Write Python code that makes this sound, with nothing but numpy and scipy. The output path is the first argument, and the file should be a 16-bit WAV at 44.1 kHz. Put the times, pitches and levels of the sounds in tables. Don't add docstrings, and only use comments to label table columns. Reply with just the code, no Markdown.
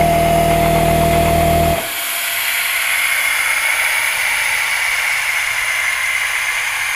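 import sys
import numpy as np
from scipy import signal
from scipy.fft import rfft, irfft
from scipy.io import wavfile
from scipy.ndimage import uniform_filter1d, map_coordinates

SR = 44100
rng = np.random.default_rng(int(sys.argv[2]) if len(sys.argv) > 2 else 0)


def master_out(mix):
    frames = np.transpose(np.atleast_2d(mix))
    ceiling = np.clip(frames, -1, 1)
    pcm = np.round(ceiling * 32767).astype(np.int16)
    wavfile.write(sys.argv[1], SR, pcm)


N = 306495
TIME = np.arange(N) / SR
SLICE_S = np.arange(N // 512 + 5) * 512 / SR
BIN_HZ = np.fft.rfftfreq(2048, 1 / SR)
CUT_S = 1.712
SINCE_CUT = np.maximum(TIME - CUT_S, 0)
DRONE_MULTIPLE = 17


# time in seconds, drone pitch in Hz, drone and throb levels in relative dB.
RUNNING = [(0.0, 686.5, -18, -18), (0.142, 682, -18.5, -19.5), (0.884, 680.8, -19.5, -16.5),
           (1.324, 681.6, -19, -18), (1.7, 681.5, -19.5, -18)]
# multiple of the crank speed, relative level in dB.
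THROB_TONES = [(1, -4.5), (2, 2.5), (3, -11.5), (4, 2), (5, -5), (6, -11.5), (7, -18), (8, -4.5), (9, -7),
               (10, -11), (11, -18), (12, -7.5), (13, -20.5), (14, -20)]
# multiple of the crank speed, relative level in dB.
DRONE_TONES = [(15, -17.5), (16, -31), (17, -1), (18, -19), (19, -23), (20, -50), (28, -33), (32, -27.5),
               (52, -22)]
# time in seconds, relative level in dB.
LAST_STROKES = [(1.788, -1.5), (1.836, -8)]
# frequency in Hz, relative level in dB.
FAN_SPECTRUM = [(11, -44), (18, -6), (64, -28), (112, -7), (163, -13), (269, -7), (318, -10), (482, -9),
                (546, -12.5), (619, -14), (687, -3.5), (811, -8), (1450, -18.5), (2070, -11.5),
                (2600, -14.5), (3380, -61), (5720, -120)]

def pump(turns):
    _, drone_db, throb_db = curves(RUNNING)
    throb = amp(throb_db + 0.7) * strokes(THROB_TONES, turns) * dying(delay_s=0.0042, t60=0.19)
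    last_shakes = sum(amp(db - 2.5) * bump(s, half_s=0.015) for s, db in LAST_STROKES)
    stumble = dying(delay_s=0.036, t60=0.045) + last_shakes
    drone = amp(drone_db + 3.5) * stumble * strokes(DRONE_TONES, turns)
    puffs = 1 + 0.03 * np.cos(2 * np.pi * (turns - 0.45))
    fan = amp(-24.5) * noise(by_frequency(FAN_SPECTRUM), ripple_db=0.5)
    return throb + drone + fan * puffs * dying(delay_s=0.079, t60=0.55)


def crank():
    turns_per_s = curves(RUNNING)[0] / DRONE_MULTIPLE * np.exp(-0.3 * SINCE_CUT)
    return np.cumsum(turns_per_s) / SR + 0.0015 * wander(38)


# frequency in Hz, lag in crank turns.
GULP_LAG = [(60, 0.577), (240, 0.634), (340, 0.33), (480, 0.21), (680, 0.461)]
# time in seconds, gain in dB.
ROOM_BOOM = [(0, -5), (.8, -5.5), (1.3, -1), (1.8, 0.5)]

def strokes(tones, turns):
    multiples, levels_db = np.transpose(tones)
    tone_hz = multiples * RUNNING[0][1] / DRONE_MULTIPLE
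    lags = np.cumsum(by_frequency(GULP_LAG, tone_hz))
    boom_db = curves(ROOM_BOOM)[0]
    gulps = np.zeros(N)
    for multiple, db, lag in zip(multiples, levels_db, lags):
        gain = amp(db + boom_db * (multiple == 2))
        roughness = 1 + 0.062 * wander(16)
        gulps += gain * roughness * np.cos(2 * np.pi * (multiple * turns - lag))
    return unit(gulps)


# frequency in Hz, relative level in dB.
CHATTER_SPECTRUM = [(450, -19.5), (760, -15.5), (833, -9), (1110, -14), (1310, -15), (1420, -20),
                    (1910, -28.5), (2070, -7), (2240, -13), (2720, -18.5), (3000, -22), (3900, -54),
                    (6600, -120)]
# frequency in Hz, relative level in dB.
COIL_SPECTRUM = [(1500, -56), (2000, -8), (2060, 5), (2110, 5), (2160, 11), (2800, -42)]

def rattle(turns):
    rock_every_s = 0.1262
    rocks = np.arange(0.015, CUT_S + rock_every_s, rock_every_s)
    strength = amp(-25.5 + 1.9 * wander(7.9))
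    bursts = strength * sum(bump(s, half_s=0.033) for s in rocks)
    since_knock = (turns - 0.45) % 1
    knocks = unit(0.35 + np.exp(-since_knock / 0.3))
    chatter = amp(0.5) * knocks * noise(by_frequency(CHATTER_SPECTRUM), ripple_db=-3.0)
    coil = amp(-13) * noise(by_frequency(COIL_SPECTRUM), ripple_db=5.5)
    return bursts * (chatter + coil)


# pitch in Hz, level in dB, seconds to fade by 60 dB.
FRAME_NOTES = [(265, -47, 6.0), (323, -35, 1.5), (560, -43, 2.0), (680, -35, 5.0), (686.5, -32, 7.5)]

def ring_out():
    ringing = np.zeros(N)
    for hz, db, t60 in FRAME_NOTES:
        phase = 2 * np.pi * hz * SINCE_CUT + 0.5 * wander(21)
        ringing += amp(db - 60 * SINCE_CUT / t60) * np.sin(phase)
    return ringing * (1 - np.exp(-SINCE_CUT / 0.026))


HOLLOW_SPECTRA = {1: [(1050, -21), (1790, -8), (1920, 2), (1980, 3.5), (2280, 8.5), (2550, -3), (3320, -10),
                  (5610, -120)], 2: [(1050, -60), (1790, -12.5), (2150, 1.5), (2390, -3), (2550, -15),
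                  (3320, -24), (5610, -120)], 3: [(1050, -29), (1790, -3), (1970, -4.5), (2100, -1),
                  (2360, -7), (2440, -15), (2550, -7), (3320, -37), (5610, -120)]}
# time in seconds, change in dB, half length in seconds.
HOLLOW_SWELLS = [(2.5, 2.7, .13), (3.03, 2, 0.15), (4.132, -1.5, 0.076), (4.42, 0.5, 0.23)]
# frequency in Hz, relative level in dB.
RUSH_SPECTRUM = [(260, -57), (440, -34), (495, -17.5), (544, -19.5), (622, -12), (764, -9.5), (922, -5.5),
                 (1010, -7), (1090, -4), (1210, -13.5), (1380, -5), (1430, -0.5), (1510, -3.5),
                 (1640, -3.5), (1790, -8), (2330, -49), (3940, -120)]

def drain_hose():
    flutter_hz, full_depth_db = 7.9, 0.35
    flutter_db = full_depth_db * ramp(3.6) * np.sin(2 * np.pi * flutter_hz * TIME)
    swell_db = sum(db * bump(s, half_s) for s, db, half_s in HOLLOW_SWELLS)
    hollow = blow_off("hollow") * noise(air_colour(HOLLOW_SPECTRA), ripple_db=2.5)
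    hollow *= amp(flutter_db + swell_db)
    rush = blow_off("rush") * noise(by_frequency(RUSH_SPECTRUM), ripple_db=2.5)
    sputter = amp(0.5 * wander(100))
    return ramp(0.15) * (hollow + rush) * sputter


BODY_SPECTRA = {1: [(1500, -23), (2550, -2), (2820, -0.5), (2980, -4), (3400, 0.5), (3790, -7.5),
                (4410, -6), (4760, -10), (5310, -13.5), (5580, -14.5), (5900, -32), (7670, -43),
                (13000, -120)], 2: [(1500, -32.5), (2550, -11.5), (2630, -5), (2860, 2.5), (3190, -9),
                (3350, -0.5), (3480, -6), (3710, -10), (4390, -11.5), (4880, -8), (5780, -16), (5900, -27),
                (7670, -35), (13000, -120)]}
HISS_SPECTRA = {1: [(3470, -43), (5900, -6), (7030, 0.5), (8400, -7.5), (10900, -34), (18500, -120)],
                3: [(3470, -37), (5900, -25), (6010, 6.5), (6310, 5.5), (7780, -7), (8400, -6),
                (10900, -38), (18500, -120)]}
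SIZZLE_SPECTRA = {0: [(4940, -18), (8400, -14), (9840, -3.5), (10200, 0.5), (11100, -6), (11900, -0.5),
                  (13200, -9), (14500, -9), (15300, -20)], 1: [(4940, -44), (8400, -11), (9360, -3.5),
                  (10200, -5), (10900, 1), (11600, 2), (12300, -0.5), (13100, -11), (14400, -7),
                  (15300, -18)], 2: [(4940, -40), (8400, -17), (8900, -6), (9500, -10.5), (10300, -0.5),
                  (11100, -6), (12900, -8.5), (14100, -10), (15300, -17)], 3: [(4940, -37), (8400, -10.5),
                  (9450, -4.5), (9790, 0), (10000, 2.5), (10400, -4), (10900, -13), (11600, -12.5),
                  (13500, -21), (13900, -9), (14600, -12), (15300, -11.5)]}
# frequency in Hz, relative level in dB.
ROAR_SPECTRUM = [(90, -18), (160, -4), (205, 2), (260, -5), (315, -0.5), (400, -0.5), (520, 1.5),
                 (800, -21.5)]
# time in seconds, height in metres.
MIC_HEIGHT = [(0, 0.97), (1.0, 0.52), (2.0, 0.5), (2.5, 0.66), (3.0, 0.95), (4.1, 1.05), (5.2, 0.93),
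              (6.95, 0.72)]

def jet():
    echo_db = cover_echo()
    body = blow_off("breadth") * noise(air_colour(BODY_SPECTRA), ripple_db=2.23)
    hiss = blow_off("hiss") * noise(air_colour(HISS_SPECTRA) + echo_db / 2, ripple_db=3.5)
    sizzle = blow_off("sizzle") * noise(air_colour(SIZZLE_SPECTRA) + echo_db, ripple_db=3.0)
    roar = blow_off("roar") * noise(by_frequency(ROAR_SPECTRUM), ripple_db=3.0)
    db_per_m, usual_height_m = 3.5, 0.78
    near_db = db_per_m * (usual_height_m - curves(MIC_HEIGHT)[0])
    return (body + hiss + sizzle + roar) * amp(near_db + 0.31 * wander(50))


AIR_LEVELS = {"hollow": (-30.5, -18.5, -21.3, 1.17, 1.9, 4), "rush": (-31, -24.5, -27.5, 1.62, .5, 0.7),
              "breadth": (-31.5, -26.5, -31, 0.54, 2.5, 1.5), "hiss": (-39, -34, -35, 0.4, 0, 2.5),
              "sizzle": (-31.5, -25, -31.5, 0.36, 2.0, .95), "roar": (-55, -48, -53.5, 0.4, 2.5, .3)}

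def blow_off(part):
    shut_db, open_db, spent_db, swell_s, hold_s, fade_s = AIR_LEVELS[part]
    spent = 1 - np.exp(-np.maximum(SINCE_CUT - swell_s - hold_s, 0) / fade_s)
    return amp(shut_db + (open_db - shut_db) * ramp(swell_s) + (spent_db - open_db) * spent)


# time in seconds, a colour number that picks which
AIR_COLOURS = [(.5, 2), (.9, -2.3), (1.95, 1), (2.85, 1), (3.4, 2.33), (4.5, 2.5), (5.6, 2.5)]

def air_colour(spectra):
    number = curves(AIR_COLOURS, SLICE_S)[0]
    colour_db = 0
    for points, this_list_only in zip(spectra.values(), np.eye(len(spectra))):
        share = np.interp(number, list(spectra), this_list_only)
        octaves_below = np.log2(np.maximum(points[0][0] / (BIN_HZ + 1), 1))
        colour_db += share[:, None] * (by_frequency(points) - 30 * octaves_below)
    return colour_db


# time in seconds, depth in dB.
ECHO_DEPTH = [(2.0, 0), (2.4, 2.8), (3.3, 2.8), (4.3, 1.5), (4.8, 0)]

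def cover_echo():
    sway = np.interp(SLICE_S, TIME, wander(1.3))
    delay_s = 0.0013 * (1 + 0.03 * sway)
    depth_db = curves(ECHO_DEPTH, SLICE_S)[0]
    return depth_db[:, None] * np.cos(2 * np.pi * delay_s[:, None] * BIN_HZ)


# frequency in Hz, relative level in dB.
RUMBLE_SPECTRUM = [(16, -14), (28, 9), (48, 2), (70, -9.5), (102, 4.5), (156, -16), (175, -18), (230, -45),
                   (390, -120)]

def handling_rumble():
    early_db, late_db, from_s, rise_s = -54.5, -47, 2.14, 0.75
    risen = 1 - np.exp(-np.maximum(TIME - from_s, 0) / rise_s)
    level_db = early_db + (late_db - early_db) * risen
    return amp(level_db + 0.7 * wander(3)) * noise(by_frequency(RUMBLE_SPECTRUM), ripple_db=0.1)


def noise(shape_db, ripple_db):
    real, imaginary, ripple = rng.standard_normal((3, len(SLICE_S), len(BIN_HZ)))
    ripple = uniform_filter1d(ripple, size=110, axis=0)
    ripple = uniform_filter1d(ripple, size=3, axis=1)
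    slices, bins = np.indices(ripple.shape)
    stretch = 1 - 0.15 * curves(MIC_HEIGHT, SLICE_S)[0][:, None]
    ripple = map_coordinates(ripple, [slices, bins * stretch], order=1)
    gain = amp(shape_db + ripple_db * unit(ripple))
    gain /= np.linalg.norm(gain, axis=1, keepdims=True)
    _, sound = signal.istft(((real + 1j * imaginary) * gain).T, nperseg=2048, noverlap=1536)
    return unit(sound[:N])


def wander(rate_hz):
    hz = np.fft.rfftfreq(N, 1 / SR)
    return unit(irfft(rfft(rng.standard_normal(N)) / (1 + (hz / rate_hz) ** 4), N))


def dying(delay_s, t60):
    return amp(-60 * np.maximum(SINCE_CUT - delay_s, 0) / t60)


def ramp(rise_s):
    return np.minimum(SINCE_CUT / rise_s, 1)


def bump(at_s, half_s):
    return np.exp(-((TIME - at_s) / half_s) ** 2)


def curves(rows, t=TIME):
    seconds, *columns = np.transpose(rows)
    return [np.interp(t, seconds, column) for column in columns]


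def by_frequency(points, hz=BIN_HZ):
    row_hz, values = np.transpose(points)
    return np.interp(np.log(hz + 1), np.log(row_hz + 1), values)


def amp(db):
    return 10 ** (np.asarray(db) / 20)


def unit(x):
    return x / np.sqrt(np.mean(x ** 2) + 1e-20)


def scene():
    turns = crank()
    mono = pump(turns) + rattle(turns) + ring_out() + drain_hose() + jet() + handling_rumble()
    return np.array([mono, mono])


def record(dry):
    cutoff_hz = 15350
    taps = signal.firwin(1023, cutoff_hz, window=("kaiser", 9), fs=SR)
    return signal.oaconvolve(dry, taps[None], "same")


dry = scene()
out = record(dry)
master_out(out)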